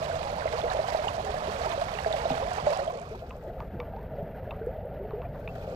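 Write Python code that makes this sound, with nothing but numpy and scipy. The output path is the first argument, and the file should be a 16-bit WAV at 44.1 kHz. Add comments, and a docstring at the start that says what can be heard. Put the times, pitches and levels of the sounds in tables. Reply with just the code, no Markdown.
"""From the start, shallow floodwater rushes round a wader's legs and through a net trap in an open field:
big bubbles gulp near 600 Hz as decaying, gliding sines, under a fizz of spray made of narrow ringing bands.
Beneath it the hand-held recorder rumbles and bumps as filtered noise and low sines; from 0.7 s it also ticks.
The left microphone is muffled throughout; just before 3 s the right dulls too and the sound closes to the
middle, with a thin hiss left on the right. From about 5.3 s it begins to open again."""
import sys
import numpy as np
from scipy import signal
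from scipy.fft import rfft, irfft
from scipy.io import wavfile

SR = 44100
rng = np.random.default_rng(int(sys.argv[2]) if len(sys.argv) > 2 else 0)


def unload_wav(signal):
    """Save mono or channel-first audio to the path in sys.argv[1] as 16-bit WAV at rate SR, clipped to [-1, 1]."""
    wavfile.write(
        sys.argv[1],
        SR,
        np.round(np.clip(np.atleast_2d(signal).T, -1, 1) * 32767).astype(np.int16),
    )


N = 253575
TIME = np.arange(N) / SR

# spectrum of rushing water at the open microphone: [f/Hz, level/dB]
RUSH_SPECTRUM = [(200, -99.5), (340, -75), (430, -62), (520, -57), (640, -49.5), (800, -58.5),
                 (1100, -68.5), (1900, -73.5), (3000, -78.5), (4500, -81), (7000, -90), (10500, -99.5),
                 (12300, -100.0), (15500, -114.0)]
# strength of the flow: [t/s, gurgle level/dB, spray level/dB]
FLOW_STRENGTH = [(0.0, 0.5, -0.5), (0.35, -2, -2), (0.68, 3.5, -1), (0.95, -1.5, 1), (1.17, -1.5, -2.5),
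                 (1.52, 1, 0), (1.97, -4, -1.5), (2.25, 3, 0), (2.55, -1, -2), (2.72, 2, 0),
                 (2.86, 2.5, -4), (3.05, -3, -1.5), (3.38, -8.5, 1), (3.48, 1.5, 1.5), (3.66, -7, 2),
                 (4.0, -4.5, 1.5), (4.19, -2.5, 2), (4.35, -5.5, 2.5), (4.78, -3, 1), (5.14, -3, 2.4),
                 (5.3, -6, 0.5), (5.75, 3.5, 3.5)]
# loudest bubbles, deep gulps to small plips: [t/s, peak level/dB, f/Hz, t60/s, share by which f climbs over t60]
LOUD_BUBBLES = [(0.098, -23, 689, 0.1, -0.14), (0.114, -25.5, 1490, .025, -0.015),
                (0.222, -25, 662, 0.069, 0.069), (0.262, -27, 846, 0.11, -0.21),
                (0.3255, -24, 607, 0.082, -0.14), (0.421, -25.5, 1530, 0.028, 0.16),
                (0.4548, -18, 585, 0.047, 0.4), (0.477, -24, 2000, .018, 0.18),
                (0.5348, -27, 435, 0.16, 0.94), (0.552, -36, 1040, 0.045, .1), (0.58, -29, 4600, .012, .06),
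                (0.616, -27.5, 3460, 0.02, .06), (0.639, -20.5, 492, 0.12, -0.16),
                (0.637, -20.5, 650, 0.075, 0.14), (0.701, -24.5, 3940, 0.014, 0.12),
                (0.708, -26, 980, .05, .15), (0.714, -24, 1670, .02, 0.3), (0.748, -19.5, 633, 0.047, 0.14),
                (0.766, -19, 590, 0.033, 0.062), (0.7897, -15, 590, 0.056, 0.28),
                (0.7995, -17.5, 643, 0.05, 0.077), (0.884, -19, 740, 0.024, .2),
                (0.901, -33, 4560, .016, 0.3), (0.9228, -23, 636, 0.033, .06),
                (0.942, -24.5, 896, 0.07, -0.17), (0.9472, -14.5, 633, 0.066, 0.066),
                (0.972, -33, 4420, .015, 0.13), (0.99, -21.5, 617, 0.13, -0.18),
                (1.0423, -24.5, 720, .03, 0.019), (1.04, -24, 958, 0.063, -0.18),
                (1.044, -33, 447, .16, .1), (1.070, -16, 722, 0.038, 0.75),
                (1.082, -18, 2920, 0.019, -0.098), (1.088, -27, 1090, .045, .2),
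                (1.180, -20.5, 645, 0.058, -0.16), (1.238, -32, 429, 0.19, -0.17),
                (1.29, -32.5, 413, 0.2, 0.026), (1.341, -22, 582, 0.046, 0.08),
                (1.366, -28, 1780, .02, 0.017), (1.478, -28.5, 380, 0.11, 0.65),
                (1.59, -31.5, 492, 0.16, -0.35), (1.645, -25.5, 1270, 0.049, 0.22),
                (1.6613, -24, 620, 0.016, 0.37), (1.666, -22.5, 914, 0.052, 0.056),
                (1.668, -33, 414, 0.12, -0.46), (1.707, -31, 2470, .018, 0.0072),
                (1.716, -29, 3550, .015, 0.14), (1.776, -24, 545.4, 0.19, 0.44),
                (1.814, -21.5, 665, 0.15, 0.26), (1.948, -35, 427, 0.2, -0.035),
                (1.952, -29, 2550, 0.029, .08), (1.987, -23, 1890, .013, .08),
                (1.987, -24.5, 2760, 0.015, .08), (2.046, -21.5, 1730, 0.014, -0.29),
                (2.0605, -14.5, 673, 0.034, -0.15), (2.061, -29, 403, 0.14, 0.79),
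                (2.127, -19.5, 3700, 0.013, -0.12), (2.105, -19.5, 616.5, 0.15, 0.43),
                (2.1395, -17, 640, 0.068, -0.067), (2.169, -37, 1790, .018, .1),
                (2.253, -18, 675, 0.1, -0.17), (2.3035, -19, 756, 0.048, 0.25),
                (2.374, -24.5, 719, 0.074, -0.0052), (2.422, -25.5, 533, 0.23, 0.48),
                (2.56, -31, 1730, 0.024, 0.22), (2.5805, -18, 760, 0.035, 0.47),
                (2.668, -12.5, 602, 0.13, -0.1), (2.718, -21, 688, 0.08, -0.16),
                (2.726, -27, 1490, 0.027, -0.14), (2.732, -20.5, 930, 0.038, 0.35),
                (2.790, -22.5, 644, 0.083, 0.14), (2.815, -25, 558, 0.2, 0.42),
                (2.876, -22, 647, 0.11, 0.36), (2.876, -30, 3220, 0.023, .06),
                (2.903, -23.5, 1020, 0.05, .05), (2.98, -32, 1100, 0.046, .15),
                (2.953, -27.5, 492, 0.061, -0.23), (3.07, -28, 1220, 0.044, -0.16),
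                (3.111, -31, 437, 0.18, 0.21), (3.147, -21.5, 930, 0.036, -0.027),
                (3.148, -41, 375, 0.15, .05), (3.22, -26, 654, 0.18, 0.55), (3.462, -31, 582, 0.09, -0.22),
                (3.474, -36, 384, 0.078, -0.26), (3.581, -24, 1230, .03, .1),
                (3.745, -37, 348, 0.06, -0.16), (3.792, -28, 501, 0.14, -0.2),
                (3.935, -23, 765, 0.085, 0.15), (3.967, -21, 831, 0.06, 0.47),
                (3.985, -26, 965, 0.089, 0.14), (4.181, -25.5, 565, 0.21, 0.33),
                (4.207, -22, 654, 0.053, 0.18), (4.611, -29.5, 433, 0.21, 0.46),
                (4.618, -22, 1490, .025, .1), (4.667, -22.5, 460, 0.17, 0.84), (4.849, -28, 515, 0.2, 0.53),
                (5.0, -37, 392, 0.26, -0.059), (5.04, -34.5, 397, 0.21, 1), (5.132, -28, 429, 0.16, -0.16),
                (5.172, -30, 479.5, 0.24, 0.38), (5.199, -22, 685, 0.082, -0.14),
                (5.252, -22.5, 674, 0.056, .06), (5.251, -25, 2380, .035, .08),
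                (5.488, -17, 2600, .04, 0.11), (5.581, -25, 562, 0.084, 0.083),
                (5.638, -33, 476, 0.069, -0.49), (5.675, -29, 533, 0.13, -0.16),
                (5.724, -28, 507, 0.15, 0.12)]
# small splashes, each a quick swell of spray: [t/s, swell level/dB, length/s]
SPLASH_SWELLS = [(0.46, 2.5, 0.018), (0.55, 3.5, 0.058), (0.693, 2, 0.054), (0.856, 0, 0.042),
                 (1.147, 3.5, 0.0098), (1.175, 0.5, .015), (1.365, -0.5, .025), (1.483, 2.5, 0.08),
                 (1.648, 4, 0.015), (1.705, 1.5, 0.048), (1.809, 4.5, 0.012), (1.879, 3.5, 0.019),
                 (2.163, 3.5, 0.013), (2.287, 4.5, 0.024), (2.566, 0.5, 0.047), (2.654, 0.5, 0.051),
                 (2.72, 2.5, 0.026), (2.806, -1, 0.023), (2.903, -0.5, .02), (3.01, 2, 0.034),
                 (3.147, 5, 0.018), (3.453, -0.5, .055), (3.928, 0.5, .06), (4.16, 1.5, .08),
                 (4.58, 3.5, 0.043), (5.114, 0, 0.1), (5.212, 2.5, 0.058), (5.548, 3.5, 0.016),
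                 (5.64, -0.5, .03)]
BETWEEN_SPLASHES_DB = -0.61
SNAPS_PER_S, SNAP_SPREAD_DB = 110, 3.8
PLIPS_DB = -6
# sharpest snaps of landing drops, before a common gain: [t/s, level/dB]
LANDING_SNAPS = [(0.3114, -57), (1.4413, -51), (1.5186, -49), (1.6563, -44), (2.5443, -50), (2.9035, -44),
                 (3.1933, -54), (3.3784, -55), (3.746, -61), (4.5138, -52), (4.6635, -49), (4.857, -52),
                 (5.3988, -52), (5.5554, -54)]
DROP_SNAP_GAIN_DB, DROP_SNAP_LOW_HZ, DROP_SNAP_T60_S = 7, 8500, .004
PORT_LAG_S = .00008   # the water is nearer to the right microphone

# colour of the muffled sound: [f/Hz, muffled left level/dB, later dull level/dB]
MUFFLED_COLOUR = [(413, -2, 1), (602, -3.5, -7), (920, -4.5, -14.5), (1040, -8.5, -25.5), (1420, -9, -19),
                  (1574, -17, -20.5), (2230, -19.5, -26), (2700, -15, -23), (3230, -33, -24.5),
                  (3630, -17.5, -26.5), (4470, -23, -29), (8000, -30.5, -36.5), (12000, -42, -43.5)]
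# colour of the right channel while half dulled, with a faint band near 2.5 kHz: [f/Hz, level/dB]
HALF_DULL_COLOUR = [(500, 4), (1100, 1), (1700, -1), (2200, -1), (2500, 5), (2850, -0.5), (3600, -2),
                    (5000, -0.5)]
# thin hiss heard on the right while the sound is dull: [f/Hz, level/dB]
HISS_COLOUR = [(7400, -33.5), (8400, -14.5), (10800, -19.5), (11900, 8)]
THIN_HISS_LOW_HZ = 11800
# the sound dulls at a steady rate, then begins to open again
DULLS_AT_S, DULLS_DB_PER_S = 2.797, 39
OPENS_AT_S, OPENS_SHARE_PER_S = 5.27, 0.33

# sharp ticks right at the recorder: [t/s, crack level/dB, lower edge f/Hz, upper edge f/Hz, grit t60/s,
# ping level/dB, ping f/Hz, ping t60/s, overtone level/dB, dull tail level/dB]
RECORDER_TICKS = [(0.71, -9, 300, 6000, .005, -56, 2550, .03, -55, -47),
                  (2.3, -10, 300, 5000, .01, -37, 2500, .03, -55, -38),
                  (2.67, -19, 300, 6000, .005, -51, 2550, .03, -53, -29),
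                  (3.307, -22, 900, 4000, .018, -38, 2590, 0.02, -54, -33.5),
                  (3.6037, -13, 400, 7000, .006, -59, 2540, .02, -62, -33.5),
                  (3.8015, -6, 900, 5170, .004, -43.5, 2270, 0.063, -38, -33),
                  (3.964, -27, 1500, 5000, .01, -60, 2560, .03, -62, -45),
                  (4.508, -23, 1800, 3700, 0.022, -32.5, 2625, 0.019, -36, -29),
                  (5.108, -16.5, 400, 3050, .007, -60, 2550, .02, -59, -35.5),
                  (5.218, -23, 1500, 3900, 0.019, -46, 2620, 0.022, -57, -37.5),
                  (5.346, -32, 400, 2500, .01, -64, 2550, .02, -58, -38),
                  (5.476, -16, 1900, 3500, .014, -32, 2460, 0.018, -40, -36)]
# colour of the crack through the case: [f/Hz, level/dB]
CRACK_COLOUR = [(300, -32), (950, 3.5), (1200, -2), (1500, -7), (1900, -4), (2700, -7), (3250, -14),
                (3750, -13), (4150, -14), (4900, -18), (6200, -25), (9000, -27.5), (14000, -41)]
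# colour of the dull tail of a tick: [f/Hz, level/dB]
TAIL_COLOUR = [(400, -41), (750, 9.5), (1200, 9), (1600, -16), (4000, -31.5), (10000, -64.5)]
PING_ROUGHNESS, PING_ROUGH_HZ = .45, 350
OVERTONE_HZ, OVERTONE_T60_S = 3600, 0.012
# dull bumps of the grip: [t/s, level/dB, f/Hz]
GRIP_BUMPS = [(2.307, -25.5, 258), (2.312, -26.5, 160), (2.631, -32, 147), (3.734, -32, 186),
              (4.227, -26.5, 160)]
BUMP_T60_S = 0.11
# spectrum of air and hand rumbling on the recorder: [f/Hz, level/dB]
RUMBLE_SPECTRUM = [(15, -74), (30, -65), (50, -59.5), (75, -61), (110, -63), (160, -65.5), (215, -70),
                   (260, -73.5), (330, -79), (500, -71.5), (1500, -135)]
# gain of the rumble: [t/s, level/dB]
RUMBLE_GAIN = [(0, -0.5), (0.2, -1), (0.72, -1.5), (0.92, -2.5), (1.5, -0.5), (1.7, -1), (2.15, -2.5),
               (2.46, 0), (2.72, -3), (2.95, -5.5), (3.25, -2.5), (3.52, -2.5), (3.72, 1), (3.9, -1),
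               (4.25, 0), (4.97, -1.5), (5.56, 1.5), (5.75, -1.5)]
# spectrum of light air stirring each microphone on its own: [f/Hz, level/dB]
AIR_SPECTRUM = [(20, -73.5), (45, -71.5), (90, -82.5), (200, -83.5), (400, -83), (1000, -110), (3000, -140)]
CUTOFF_HZ = 15750


def from_db(db):
    """Logarithmic level: 20 dB is a factor of ten in amplitude."""
    return 10 ** (np.asarray(db) / 20)


def rms_one(x):
    """Normalisation to unit root-mean-square."""
    return x / np.sqrt(np.mean(x ** 2) + 1e-20)


def in_time(rows):
    """Linear interpolation: one curve over time for each column after t/s."""
    s, *columns = np.transpose(rows)
    return [np.interp(TIME, s, column) for column in columns]


def add(out, s, sound):
    """Superposition: mix a sound in at time s."""
    start = int(np.clip(s * SR, 0, N - 1))
    out[start:start + len(sound)] += sound[:N - start]


def drift(rate_hz):
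    """Low-pass noise: a slow random curve of spread 1, computed at every 40th sample."""
    pole = np.exp(-80 * np.pi * rate_hz / SR)
    noise = rng.standard_normal(N // 40 + 2002)
    slow = signal.lfilter([1], [1, -2 * pole, pole * pole], noise)[2000:]    # settled part
    return np.interp(np.arange(N) / 40, np.arange(len(slow)), rms_one(slow))


def colour(x, points):
    """Minimum-phase filtering: folding the cepstrum gives a causal response through (f/Hz, level/dB) points."""
    size = 8192
    hz, db = np.transpose(points)
    grid = np.maximum(np.fft.rfftfreq(size, 1 / SR), 1)
    response_db = np.interp(np.log(grid), np.log(hz), db)
    cepstrum = irfft(np.log(from_db(response_db)))
    fold = np.r_[1, np.full(size // 2 - 1, 2), 1, np.zeros(size // 2 - 1)]
    impulse = irfft(np.exp(rfft(cepstrum * fold)))[:size // 2]
    return signal.fftconvolve(x, impulse)[:N]


def white():
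    """White noise: equal power in every hertz, 0 dB per Hz."""
    return rng.standard_normal(N) * np.sqrt(SR / 2)


def pops(per_s, spread_db):
    """Poisson-like impulses: random clicks of either sign, many small and a few large."""
    sizes = from_db(spread_db * np.minimum(rng.exponential(1, N), 5))
    return (rng.random(N) < per_s / SR) * sizes * rng.choice([-1, 1], N)


def ring(hz, t60, rise=0, onset_cycles=0):
    """Damped oscillation: a sine swells over its first cycles and climbs by the share 'rise' over t60."""
    t = np.arange(int(max(t60, .002) * SR)) / SR
    swell = 1 - np.exp(-(t * hz / (onset_cycles + 1e-6)) ** 2)
    cycles = hz * t * (1 + rise * t / t60 / 2)
    return swell * from_db(-60 * t / t60) * np.sin(2 * np.pi * cycles)


def water():
    """Superposition at two points: the flow at left and right, with spray only partly shared between them."""
    gurgle_db, spray_db = in_time(FLOW_STRENGTH)
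    burst = splashing() * from_db(1.1 * drift(26))    # wavelets break in quick spurts
    pockets = gurgle(count=1700, low_hz=364.8, high_hz=1414, cycles=46.0, spread_db=17.0, churn_db=-5)
    deep = 0.5 * from_db(gurgle_db) * pockets
    near, aside = [
        from_db(spray_db) * spray(burst, per_s=230, spread_db=3.5, cycles=31.0,
                                  patchy_db=2.0, wash_db=-7, snap_db=-3.0)
        for _ in range(2)]
    chirps = plips(count=1300, low_hz=720, high_hz=5000, cycles=64.0, spread_db=19.5)
    near = near + burst * from_db(spray_db + PLIPS_DB) * chirps
    # the higher the pitch, the less the two microphones hear alike
    shared = colour(near, [(1000, -5.0), (2000, 1.5), (4000, -15)])
    separate = colour(aside, [(700, -27.5), (2000, -4.0), (4000, -7.0)])
    bubbles = loud_bubbles()
    left, right = [colour(deep + fizz, RUSH_SPECTRUM) + bubbles for fizz in (shared + separate, near)]
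    return np.interp(TIME - PORT_LAG_S, TIME, left), right


def loud_bubbles():
    """Bubble resonance: each gulp swells over about a cycle and glides as it dies, mostly upwards."""
    out = np.zeros(N)
    for s, db, hz, t60, climb in LOUD_BUBBLES:
        bubble = ring(hz, t60, rise=climb, onset_cycles=0.99)
        add(out, s, from_db(db) * bubble / np.abs(bubble).max())
    return out


def gurgle(count, low_hz, high_hz, cycles, spread_db, churn_db):
    """Air entrainment: pockets fold under behind legs and net; each climbs in pitch at its own rate."""
    out = np.zeros(N)
    for k, (when, pitch, size, damping, climb) in enumerate(rng.random((count, 5))):
        hz = low_hz * (high_hz / low_hz) ** pitch
        bubble = ring(hz, cycles * (.5 + damping) / hz, rise=0.5 * climb, onset_cycles=2.24)
        add(out, (k + when) / count * N / SR, from_db(spread_db * size) * hz * bubble)
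    churn = colour(white(), [(200, -0.5), (1100, 1.0), (1700, -23.0), (3000, -60.5)])
    return rms_one(out) * np.sqrt(high_hz - low_hz) + from_db(churn_db) * churn


def spray(burst, per_s, spread_db, cycles, patchy_db, wash_db, snap_db):
    """Resonance under random impulses: tiny bubbles ring in narrow bands over soft wash; drops snap."""
    out, edges = np.zeros(N), np.geomspace(950, 18000, 27)
    for k, (low, high) in enumerate(zip(edges, edges[1:])):
        if k % 4 == 0:
            splash = drift(25)    # a small splash sheds bubbles of like size
        hz = np.sqrt(low * high)
        pole = from_db(-60 * hz / (cycles * SR))    # falls 60 dB in 'cycles' periods
        clicks = pops(per_s * np.sqrt(hz / 1000) * burst, spread_db) * from_db(patchy_db * splash)
        resonator = [1, -2 * pole * np.cos(2 * np.pi * hz / SR), pole * pole]
        band = signal.lfilter([1, 0, -1], resonator, clicks + 1e-18)
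        out += rms_one(band) * np.sqrt(high - low)
    snaps = rms_one(pops(SNAPS_PER_S, SNAP_SPREAD_DB)) * np.sqrt(SR / 2)
    bright_snaps = colour(snaps, [(1000, -26.0), (4000, -19.5), (8000, -1.0), (12000, -13)])
    rest = from_db(wash_db) * white() + from_db(snap_db) * bright_snaps
    return burst * (out + colour(rest, [(400, -23.0), (1000, 6.0)]))


def plips(count, low_hz, high_hz, cycles, spread_db):
    """Bubble trapping: drops fall back and each encloses one small bubble, which chirps upwards."""
    out = np.zeros(N)
    for when, pitch, size, damping in rng.random((count, 4)):
        hz = low_hz * (high_hz / low_hz) ** pitch
        chirp = ring(hz, cycles * (.5 + damping) / hz, rise=0.25, onset_cycles=2.55)
        add(out, when * N / SR, from_db(spread_db * size) * hz * chirp)
    return rms_one(out) * np.sqrt(high_hz - low_hz)


def splashing():
    """Amplitude envelope of the spray: each splash swells, peaks halfway through its length and dies away."""
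    db = np.full(N, BETWEEN_SPLASHES_DB)
    for s, swell_db, length in SPLASH_SWELLS:
        age = np.maximum(TIME - s, 0) / (length / 2)
        db = db + swell_db * age ** 2 * np.exp(1 - age ** 2)
    return from_db(db)


def drop_snaps():
    """Impact noise: single drops land with a thin, very short burst of high-pass noise."""
    out, t = np.zeros(N), np.arange(SR // 50) / SR
    thin = signal.butter(3, min(DROP_SNAP_LOW_HZ, SR / 3), "high", fs=SR, output="sos")
    for s, db in LANDING_SNAPS:
        snap = signal.sosfilt(thin, rng.standard_normal(len(t)) * from_db(-60 * t / DROP_SNAP_T60_S))
        add(out, s, from_db(db + DROP_SNAP_GAIN_DB) * snap / np.abs(snap).max())
    return out


def ticks():
    """Impact and ringing: a gritty crack, a short rough ping with an overtone, and a dull tail."""
    cracks, pings, tails = np.zeros((3, N))
    t = np.arange(SR // 4) / SR
    slow = signal.butter(2, PING_ROUGH_HZ, fs=SR, output="sos")
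    for (s, crack_db, low_hz, high_hz, grit_t60, ping_db, ping_hz, ping_t60,
         overtone_db, tail_db) in RECORDER_TICKS:
        edges = [min(low_hz, high_hz / 2), min(high_hz, SR / 3)]    # at least an octave wide
        band = signal.butter(3, edges, "band", fs=SR, output="sos")
        grit, wash, flutter = rng.standard_normal((3, len(t)))
        crack = (t == 0) + 0.25 * grit * from_db(-60 * t / grit_t60)
        add(cracks, s, from_db(crack_db) * signal.sosfilt(band, crack))
        ping = ring(ping_hz, ping_t60, rise=0.078, onset_cycles=0.43)
        rough = 1 + PING_ROUGHNESS * rms_one(signal.sosfilt(slow, flutter))
        add(pings, s, from_db(ping_db) * ping * rough[-len(ping):])
        add(pings, s, from_db(overtone_db) * ring(OVERTONE_HZ, OVERTONE_T60_S, onset_cycles=3.3))
        add(tails, s, from_db(tail_db) * wash * from_db(-60 * t / 0.13))
    return colour(cracks, CRACK_COLOUR) + pings + colour(tails, TAIL_COLOUR)


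def handling():
    """Structure-borne sound: rumble and bumps of the grip, the same at both microphones."""
    out = colour(white(), RUMBLE_SPECTRUM) * from_db(in_time(RUMBLE_GAIN)[0])
    for s, db, hz in GRIP_BUMPS:
        add(out, s, from_db(db) * ring(hz, BUMP_T60_S, onset_cycles=0.078))
    return out


def microphone_air():
    """Uncorrelated low-frequency noise: light air stirs each microphone on its own."""
    return np.array([colour(white(), AIR_SPECTRUM) for _ in range(2)])


def open_share():
    """Exponential closing, linear opening: the share (0-1) of bright, wide sound that comes through."""
    closing = from_db(-DULLS_DB_PER_S * np.maximum(TIME - DULLS_AT_S, 0))
    opening = OPENS_SHARE_PER_S * np.maximum(TIME - OPENS_AT_S, 0)
    return np.clip(closing + opening, 0, 1)


def scene():
    """Crossfade: two water signals fade into one dull sound and partly back, under rumble and ticks."""
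    left, right = water()
    levels = np.array(MUFFLED_COLOUR)
    muffled, dulled = colour(left, levels[:, [0, 1]]), colour(left, levels[:, [0, 2]])
    openness = open_share()
    right = openness * right + (1 - openness) * colour(right, HALF_DULL_COLOUR)
    bright = np.array([muffled, right]) + microphone_air()
    high_pass = signal.butter(2, THIN_HISS_LOW_HZ, "high", fs=SR, output="sos")
    hiss = signal.sosfilt(high_pass, colour(left, HISS_COLOUR))
    dull = np.array([dulled, dulled + hiss])
    out = openness * bright + (1 - openness) * dull + handling() + ticks()
    out[1] += drop_snaps()    # too thin to reach the muffled left microphone
    return out


def record(dry):
    """Band limitation: a steep elliptic low-pass cuts the top."""
    return signal.sosfilt(signal.ellip(12, .1, 80, CUTOFF_HZ, fs=SR, output="sos"), dry)


dry = scene()
out = record(dry)
unload_wav(out)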